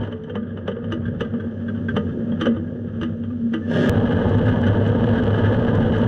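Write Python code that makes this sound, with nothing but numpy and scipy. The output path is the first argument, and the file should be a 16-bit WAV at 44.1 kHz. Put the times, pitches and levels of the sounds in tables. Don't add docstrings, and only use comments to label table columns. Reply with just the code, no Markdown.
import sys
import numpy as np
from scipy import signal
from scipy.fft import rfft, irfft, next_fast_len
from scipy.io import wavfile
from scipy.ndimage import uniform_filter1d, minimum_filter1d, map_coordinates

SR = 44100
rng = np.random.default_rng(int(sys.argv[2]) if len(sys.argv) > 2 else 0)


def inscribe(sig):
    pcm = np.round(np.clip(np.atleast_2d(sig).T, -1, 1) * 32767)
    wavfile.write(sys.argv[1], SR, pcm.astype(np.int16))


N = 267687
CLICK_S = 3.8953
# f/Hz, level/dB
GRIT_SPECTRUM = [(200, -1), (600, -11), (1050, -2), (1500, 8), (2300, -7), (4000, -22.5), (7000, -35.5),
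                 (10000, -42), (16000, -83)]


def amp(db):
    return 10 ** (np.asarray(db) / 20)


def unit(x):
    return x / np.sqrt(np.mean(x ** 2) + 1e-20)


def steadied(x, seconds):
    return x / np.sqrt(np.abs(uniform_filter1d(x ** 2, max(int(seconds * SR), 2))) + 1e-12)


def envelope(rows):
    return np.interp(np.arange(N) / SR, *np.transpose(rows))


def wobble(rate):
    return map_coordinates(rng.standard_normal(int(N * rate / SR) + 4), [np.arange(N) * rate / SR])


def bandpass(x, edges_hz, order):
    return signal.sosfilt(signal.butter(order, edges_hz, 'bandpass', fs=SR, output='sos'), x)


def cockpit(x, spectrum):
    # f/Hz, width/Hz, lift/dB
    resonances = [(101.3, 14.8, 13.5), (163.6, 7.3, 7), (235.7, 44, 10), (318, 45, -3), (442.2, 17, 5.5),
                  (490.3, 78, 5.5), (586.5, 30, 7), (895, 100, 6.5), (1196, 190, 7), (1702, 190, 6.5),
                  (2400, 550, -10), (3027, 1130, 15.5), (6020, 510, 7.5), (8600, 480, 5.5)]
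    size = 2 * next_fast_len(len(x) // 2 + 4096)
    hz = np.fft.rfftfreq(size, 1 / SR)
    source_hz, source_db = np.transpose(spectrum)
    db = np.interp(np.log(hz + 1), np.log(source_hz), source_db)
    db += sum(lift / (1 + (2 * (hz - centre) / width) ** 2) for centre, width, lift in resonances)
    cepstrum = irfft(np.log(amp(db)))
    cepstrum[1:size // 2] *= 2
    cepstrum[size // 2 + 1:] = 0
    return irfft(rfft(x, size) * np.exp(rfft(cepstrum)))[:len(x)]


def panels(x, t60, wet):
    t = np.arange(SR // 8) / SR
    tail = rng.standard_normal(len(t)) * amp(-60 * t / t60)
    return x + wet * signal.fftconvolve(x, tail / np.linalg.norm(tail))[:len(x)]


def firings(rate_hz, scatter, uneven_db, gas):
    cycles = np.cumsum(rate_hz * np.exp(.03 * wobble(3))) / SR
    onsets = np.flatnonzero(np.diff(np.floor(cycles)))
    late, size = rng.standard_normal((len(onsets), 2)).T
    onsets = np.clip(onsets + late * scatter * SR / rate_hz, 0, N - 1).astype(int)
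    pulses = np.bincount(onsets, amp(uneven_db * size), N)
    puffs = signal.lfilter([1], [1, -np.exp(-2 * rate_hz / SR)], pulses) * rng.standard_normal(N)
    return unit(pulses - pulses.mean()) + gas * unit(puffs)


def boom_and_rest(x, split_hz=138):
    boom = signal.sosfiltfilt(signal.butter(5, split_hz, fs=SR, output='sos'), x)
    return boom, x - boom


def tone(pitch_hz, waver, flutter_db):
    phase = 2 * np.pi * np.cumsum(pitch_hz * np.exp(waver * wobble(20))) / SR
    return unit(amp(flutter_db * wobble(20)) * np.sin(phase))


def throb(rate_hz=9.5, depth=0.81):
    beats = np.cumsum(rate_hz * np.exp(0.249 * wobble(4.6))) / SR + rng.random()
    return unit(1 + depth * np.sin(2 * np.pi * beats))


def grains(per_s, spread_db, length=N):
    chance = rng.random(length)
    polarity, size = rng.standard_normal((2, length))
    return unit((chance < per_s / SR) * np.sign(polarity) * amp(spread_db * size))


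def engine_roar():
    # f/Hz, level/dB
    spectrum = [(12, -46), (28, -17.5), (55, -7), (100, 3), (200, 2), (340, -3.5), (520, -6), (1030, -22.5),
                (1600, -27.5), (2300, -44), (3200, -42.5), (4200, -53), (7000, -64.5), (16000, -100)]
    # f/Hz, level/dB, waver/share of the pitch
    partials = [(105.5, -23.5, 0.0354), (234.5, -28, 0.0218), (468.5, -32, .045), (879, -41.5, .06)]
    exhaust = firings(rate_hz=440, scatter=.35, uneven_db=1.5, gas=0.97)
    boom, roar = boom_and_rest(cockpit(exhaust, spectrum))
    boom = amp(-24 + 1.7 * wobble(14)) * steadied(boom, seconds=0.071)
    roar = amp(-20.5) * steadied(roar, seconds=0.11)
    tones = sum(amp(db) * throb() * tone(hz, waver, flutter_db=-0.5) for hz, db, waver in partials)
    return boom + roar + tones


def air_buffet():
    # f/Hz, level/dB
    spectrum = [(12, -39), (30, 7.5), (45, 2.5), (80, 11), (140, -6), (600, -77)]
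    return amp(-29.5) * steadied(cockpit(rng.standard_normal(N), spectrum), seconds=0.061)


def grit_spray(flurry_s=0.02):
    # t/s, lift/dB
    flurries = [(4.487, 5.5), (4.649, 3), (5.182, 2), (5.335, 5.5), (5.455, 8), (5.53, 4), (5.96, 4)]
    # f/Hz, level/dB
    spit_spectrum = [(500, -10), (1500, 4), (3000, -6.5), (6000, -25.5), (9500, -32), (16000, -76)]
    t = np.arange(N) / SR
    flurry_db = sum(db * np.exp(-((t - s) / flurry_s) ** 2) for s, db in flurries)
    grit = amp(2.2 * wobble(55) + flurry_db) * grains(per_s=900, spread_db=2.0)
    spray = cockpit(panels(grit, t60=0.04, wet=0.93), GRIT_SPECTRUM)
    spits = cockpit(panels(grains(per_s=90, spread_db=3.2), t60=.02, wet=2), spit_spectrum)
    return amp(-36.5) * unit(spray) + amp(-46.5) * unit(spits)


def effort():
    # t/s, level/dB
    points = [(0.1, -34.5), (0.33, -30), (0.67, -30), (1.0, -25.5), (1.53, -26), (1.82, -23), (2.41, -21.5),
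              (2.64, -27.5), (3.6, -27)]
    effort_db = envelope(points)
    return effort_db - effort_db.mean()


def engine_burble():
    # f/Hz, level/dB
    spectrum = [(12, -36), (50, -8), (90, 0.5), (200, 4), (500, -9.5), (680, -23.5), (1050, -47.5),
                (2300, -59), (6000, -74), (16000, -120)]
    effort_db = effort()
    exhaust = firings(rate_hz=231, scatter=0.23, uneven_db=3.0, gas=0.99)
    boom, burble = boom_and_rest(cockpit(exhaust, spectrum))
    boom = amp(-36 + 0.72 * effort_db + 2.3 * wobble(6)) * steadied(boom, seconds=0.26)
    burble = amp(-30.5 + 0.95 * effort_db + 0.86 * wobble(8)) * steadied(burble, seconds=0.13)
    return boom + burble


def exhaust_rasp(swell_at_s=3.712, rise_s=0.02, rush_db=-18, muffle_hz=1400):
    # f/Hz, level/dB
    spectrum = [(25, -31), (70, -22.5), (110, -7), (175, 3), (240, -2.5), (305, 2), (460, -8.5), (560, -8),
                (750, -21), (1050, -31), (1500, -21.5), (2300, -34.5), (7000, -52.5), (10000, -60.5),
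                (16000, -105)]
    # t/s, level/dB
    quiet_levels = [(0.15, -43.5), (0.66, -37.5), (1.83, -39), (2.05, -41), (2.4, -35), (2.8, -41),
                    (3.3, -46), (3.6, -45.5)]
    exhaust = firings(rate_hz=250, scatter=0.34, uneven_db=-1.5, gas=1.3)
    rush = steadied(cockpit(panels(exhaust, t60=0.054, wet=4.4), spectrum), seconds=0.07)
    muffled = signal.sosfilt(signal.butter(2, muffle_hz, fs=SR, output='sos'), rush)
    swell = .5 + .5 * np.tanh((np.arange(N) / SR - swell_at_s) / (2 * rise_s))
    return (1 - swell) * amp(envelope(quiet_levels)) * muffled + swell * amp(rush_db) * rush


def cockpit_hums(hum_hz=235.5, low_hz=97):
    # t/s, level/dB
    levels = [(0.05, -28.5), (0.22, -46), (0.45, -34.5), (0.62, -45), (1.0, -32.5), (1.52, -39),
              (1.74, -23.5), (2.06, -35.5), (2.42, -31), (2.52, -21), (2.58, -36), (2.65, -28),
              (2.84, -33.5), (2.98, -25), (3.22, -33), (3.45, -22), (3.64, -33), (3.71, -21.5)]
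    # middle t/s, half length/s, f/Hz, level/dB
    swells = [(0.225, 0.19, 436, -41.5), (0.588, 0.083, 447, -41), (1.436, 0.055, 459, -37.5),
              (2.162, .06, 361, -35), (2.53, 0.042, 537, -33)]
    t = np.arange(N) / SR
    brief = sum(amp(db) * np.exp(-((t - s) / half_s) ** 4) * tone(hz, waver=.008, flutter_db=2.5)
                for s, half_s, hz, db in swells)
    low = amp(-36 + effort() / 2) * tone(low_hz, waver=.035, flutter_db=3.0)
    hum = amp(envelope(levels)) * tone(hum_hz, waver=0.0181, flutter_db=2.0)
    return hum + low + brief


def dust_patter():
    # f/Hz, level/dB
    spectrum = [(200, -18.5), (600, -1), (1050, -13), (1500, -2.5), (2300, -19.5), (3300, -25),
                (12000, -76)]
    gusts = amp(0.37 * effort() + 3 * wobble(25))
    dust = gusts * grains(per_s=430, spread_db=0.5)
    return amp(-54) * unit(cockpit(panels(dust, t60=0.03, wet=3.0), spectrum))


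def tyre_hiss():
    # t/s, level/dB
    levels = [(0.55, -71.5), (2.0, -59), (2.8, -65), (3.4, -62.5), (3.65, -59)]
    # f/Hz, level/dB
    spectrum = [(300, -12), (1500, 0), (2300, -3), (3100, -11), (6000, -17.5), (9000, -28), (16000, -59)]
    return amp(envelope(levels)) * unit(cockpit(rng.standard_normal(N), spectrum))


def fitting_clinks(t60=0.077, rise_s=.002, chatter=0.039):
    # t/s, level/dB, f/Hz
    clinks = [(0.011, -39, 3060), (0.045, -48, 3040), (0.124, -44, 3045), (0.301, -49.5, 3150),
              (0.507, -54.5, 3210), (0.712, -45, 3090), (2.317, -40.5, 3240), (2.417, -30, 3100)]
    out = np.zeros(N + SR)
    t = np.arange(SR // 5) / SR
    attack = 1 - np.exp(-t / rise_s)
    for s, db, pitch_hz in clinks:
        phase = 2 * np.pi * pitch_hz * t + chatter * np.cumsum(rng.standard_normal(len(t)))
        ringing = bandpass(np.sin(phase), (2600, 3600), order=2)
        out[round(s * SR):][:len(t)] += amp(db - 60 * t / t60) * attack * unit(ringing)
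    return out[:N]


def clod(thud_db, bands_db, thud_hz, ring_hz, thud_rise_s=0.0055, thud_t60=0.23):
    # f/Hz, level/dB, t60/s
    panel_modes = [(410.3, 2.5, 0.08), (461.6, -1, 0.24), (522, 2.5, 0.09), (584.7, -8.5, 0.21),
                   (1230, -4, 0.24), (1985, -12, 0.19), (2830, -8, 0.079), (3040, -2, 0.092),
                   (3230, -11.5, 0.032), (6040, -21, 0.057), (8460, -30.5, .04)]
    t = np.arange(-SR // 20, SR // 3) / SR
    after = np.maximum(t, 0)
    swell = amp(-7 + 60 * t / .055)
    smack = amp(-5 - 60 * after / 0.008) + amp(-60 * after / 0.081) + amp(-16.5 - 60 * after / 0.33)
    crumbs = grains(per_s=11000, spread_db=4.0, length=len(t))
    grit = cockpit(np.where(t < 0, swell, smack) * crumbs, GRIT_SPECTRUM)
    ring = np.zeros(len(t))
    for hz, db, t60 in panel_modes + [(ring_hz, 1, .11)]:
        louder, detune, phase = rng.standard_normal(3)
        decay = amp(db + 1.9 * louder - 60 * after / t60)
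        ring += decay * np.sin(2 * np.pi * (hz * (1 + 0.013 * detune) * after + phase))
    soft_contact = 1 - np.exp(-(after / .0017) ** 2)
    hit = unit(grit) + amp(1.0) * unit(ring * soft_contact)
    thud_shape = amp(thud_db - 60 * after / thud_t60) * (1 - np.exp(-after / thud_rise_s))
    out = thud_shape * np.sin(2 * np.pi * thud_hz * after)
    bands_hz = [(800, 2200), (2400, 3900), (4300, 11000), (330, 800)]
    for edges_hz, db in zip(bands_hz, bands_db):
        band = bandpass(hit, edges_hz, order=4)
        out += amp(db) * band / np.std(band[(t > 0) & (t < .03)])
    return out


def clay_clods(middling_db=-26, burst=0.3):
    # t/s, strength/dB, hardness/dB, thud f/Hz, ring f/Hz, hollow knock level/dB
    hits = [(0.0331, -40, 8, 316, 1220, -46), (0.0775, -38.5, -2.5, 294, 1230, -37),
            (0.122, -34, 1.5, 441.3, 1170, -40.5), (0.236, -59, 20, 419, 1670, -53),
            (0.296, -34, 2, 487, 1735, -40.5), (0.3539, -25.5, -1, 209.3, 1238, -29.5),
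            (0.5728, -34.5, 0.5, 455, 1277, -35.5), (0.678, -27, 4, 197.4, 1210, -24.5),
            (0.7138, -37.5, 1, 444, 1205, -39), (0.7654, -29, -11.5, 471, 1160, -33.5),
            (0.84, -38, 2.5, 451, 1620, -43), (0.9209, -26.5, 6, 327.5, 1243, -34.5),
            (1.2062, -24.5, 4.5, 205, 1230, -24.5), (1.337, -23, -17, 237, 1494, -35.5),
            (1.4413, -35.5, -19.5, 455, 1545, -36.5), (1.9638, -20, 2, 204.3, 1242, -23),
            (2.319, -21.5, -20.5, 223.7, 1538, -36), (2.411, -22.5, 6, 323.7, 1140, -34.5),
            (2.4557, -23, 3, 323.4, 1620, -26.5), (2.4644, -18, -2.5, 238, 1583, -20.5),
            (2.5651, -29, -7, 325, 1246, -35), (3.013, -31.5, 6.5, 334.3, 1585, -36),
            (3.031, -29.5, 6, 323.6, 1673, -35), (3.235, -41, 3.5, 438, 1240, -45.5),
            (3.5374, -24, 2.5, 322, 1553, -34), (4.6658, -36, 11.5, 448, 1259, -30)]
    # level over strength/dB, dB per dB of hardness
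    balance = [(8, 0), (-12, 0.72), (-18, 1.0), (-39, 1.79)]
    out = np.zeros(N + SR)
    over_db, per_hardness = np.transpose(balance)
    for s, strength_db, hardness_db, thud_hz, ring_hz, knock_db in hits:
        thud_db, clack_db, crack_db, fizz_db = strength_db + over_db + per_hardness * hardness_db
        fizz_db += burst * (strength_db - middling_db)
        hit = clod(thud_db, [clack_db, crack_db, fizz_db, knock_db], thud_hz, ring_hz)
        out[round(s * SR):][:len(hit)] += hit
    return out[SR // 20:][:N]


def pebble_taps(scuff_db=-1.0, scuff_t60=0.11, ring_db=3.0):
    # t/s, level/dB, f/Hz
    taps = [(0.2754, -46.5, 921), (0.426, -47, 1554), (0.4673, -49, 1530), (0.5023, -50.5, 1650),
            (0.817, -52.5, 1240), (1.053, -37, 1596), (1.076, -40, 1575), (1.1476, -47.5, 1610),
            (1.2458, -36.5, 1570), (1.3979, -36, 1554), (1.4371, -47, 1566), (1.6814, -34, 1582),
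            (1.7436, -45, 1510), (1.884, -27, 1570), (2.063, -46.5, 1605), (2.12, -47.5, 1670),
            (2.278, -49.5, 1190), (2.882, -49, 1260), (3.301, -47.5, 1200)]
    # multiple of the tap's pitch, level/dB, t60/s
    metal_modes = [(0.262, -3, 0.24), (0.999, 3.5, 0.089), (1.05, -4.5, 0.03), (2.12, -8.5, .06)]
    out = np.zeros(N + SR)
    t = np.arange(SR // 4) / SR
    contact = 1 - np.exp(-t / .0035)
    for s, db, pitch_hz in taps:
        ring = np.zeros(len(t))
        for multiple, mode_db, t60 in metal_modes:
            louder, phase = rng.standard_normal(2)
            decay = amp(mode_db + 1.5 * louder - 60 * t / t60)
            ring += decay * np.sin(2 * np.pi * (multiple * pitch_hz * t + phase))
        grit = cockpit(grains(per_s=7400, spread_db=5.5, length=len(t)), GRIT_SPECTRUM)
        scuff = amp(scuff_db - 60 * t / scuff_t60) * unit(grit)
        out[round(s * SR):][:len(t)] += amp(db) * contact * (amp(ring_db) * ring + scuff)
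    return out[:N]


def thin_ring(pitch_hz=1745, at_s=3.645, swell_s=.025, db=-44):
    t = np.arange(N) / SR
    swell = np.exp(-((t - at_s) / swell_s) ** 2)
    return amp(db) * swell * unit(np.sin(2 * np.pi * pitch_hz * t + .3 * wobble(60)))


def click(db=-14, width_s=0.0004):
    t = np.arange(N) / SR - CLICK_S
    return -amp(db) * np.sign(t) * np.exp(-np.abs(t) / width_s)


def stone_ticks(t60=.022):
    # t/s, level/dB
    ticks = [(4.293, -53), (4.3813, -52), (4.4601, -53.5), (4.497, -55), (4.6143, -51), (4.8782, -51),
             (5.239, -52), (5.753, -48), (5.9827, -49)]
    out = np.zeros(N + SR)
    t = np.arange(SR // 10) / SR
    for s, db in ticks:
        tick = bandpass(rng.standard_normal(len(t)), (2800, 7500), order=3)
        out[round(s * SR):][:len(t)] += amp(db - 60 * t / t60) * unit(tick)
    return out[:N]


def scene():
    t = np.arange(N) / SR
    fade_out = amp(-5.0 - 60 * t / 0.62)
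    cut_in = np.clip((t - CLICK_S) / 0.0035 + .5, 0, 1)
    at_speed = np.maximum(fade_out, cut_in)
    racing = engine_roar() + air_buffet() + grit_spray()
    coasting = engine_burble() + exhaust_rasp() + cockpit_hums() + dust_patter() + tyre_hiss()
    bed = at_speed * racing + (1 - at_speed) * coasting
    impacts = clay_clods() + pebble_taps() + fitting_clinks() + stone_ticks()
    return (bed + impacts + thin_ring() + click())[None]


def record(dry):
    ceiling, hold, top_hz = .42, SR // 50, 16400
    needed_gain = ceiling / np.maximum(np.abs(dry), ceiling)
    gain = uniform_filter1d(minimum_filter1d(needed_gain, hold), hold)
    return signal.sosfilt(signal.ellip(10, .1, 80, top_hz, fs=SR, output='sos'), gain * dry)


dry = scene()
out = record(dry)
inscribe(out)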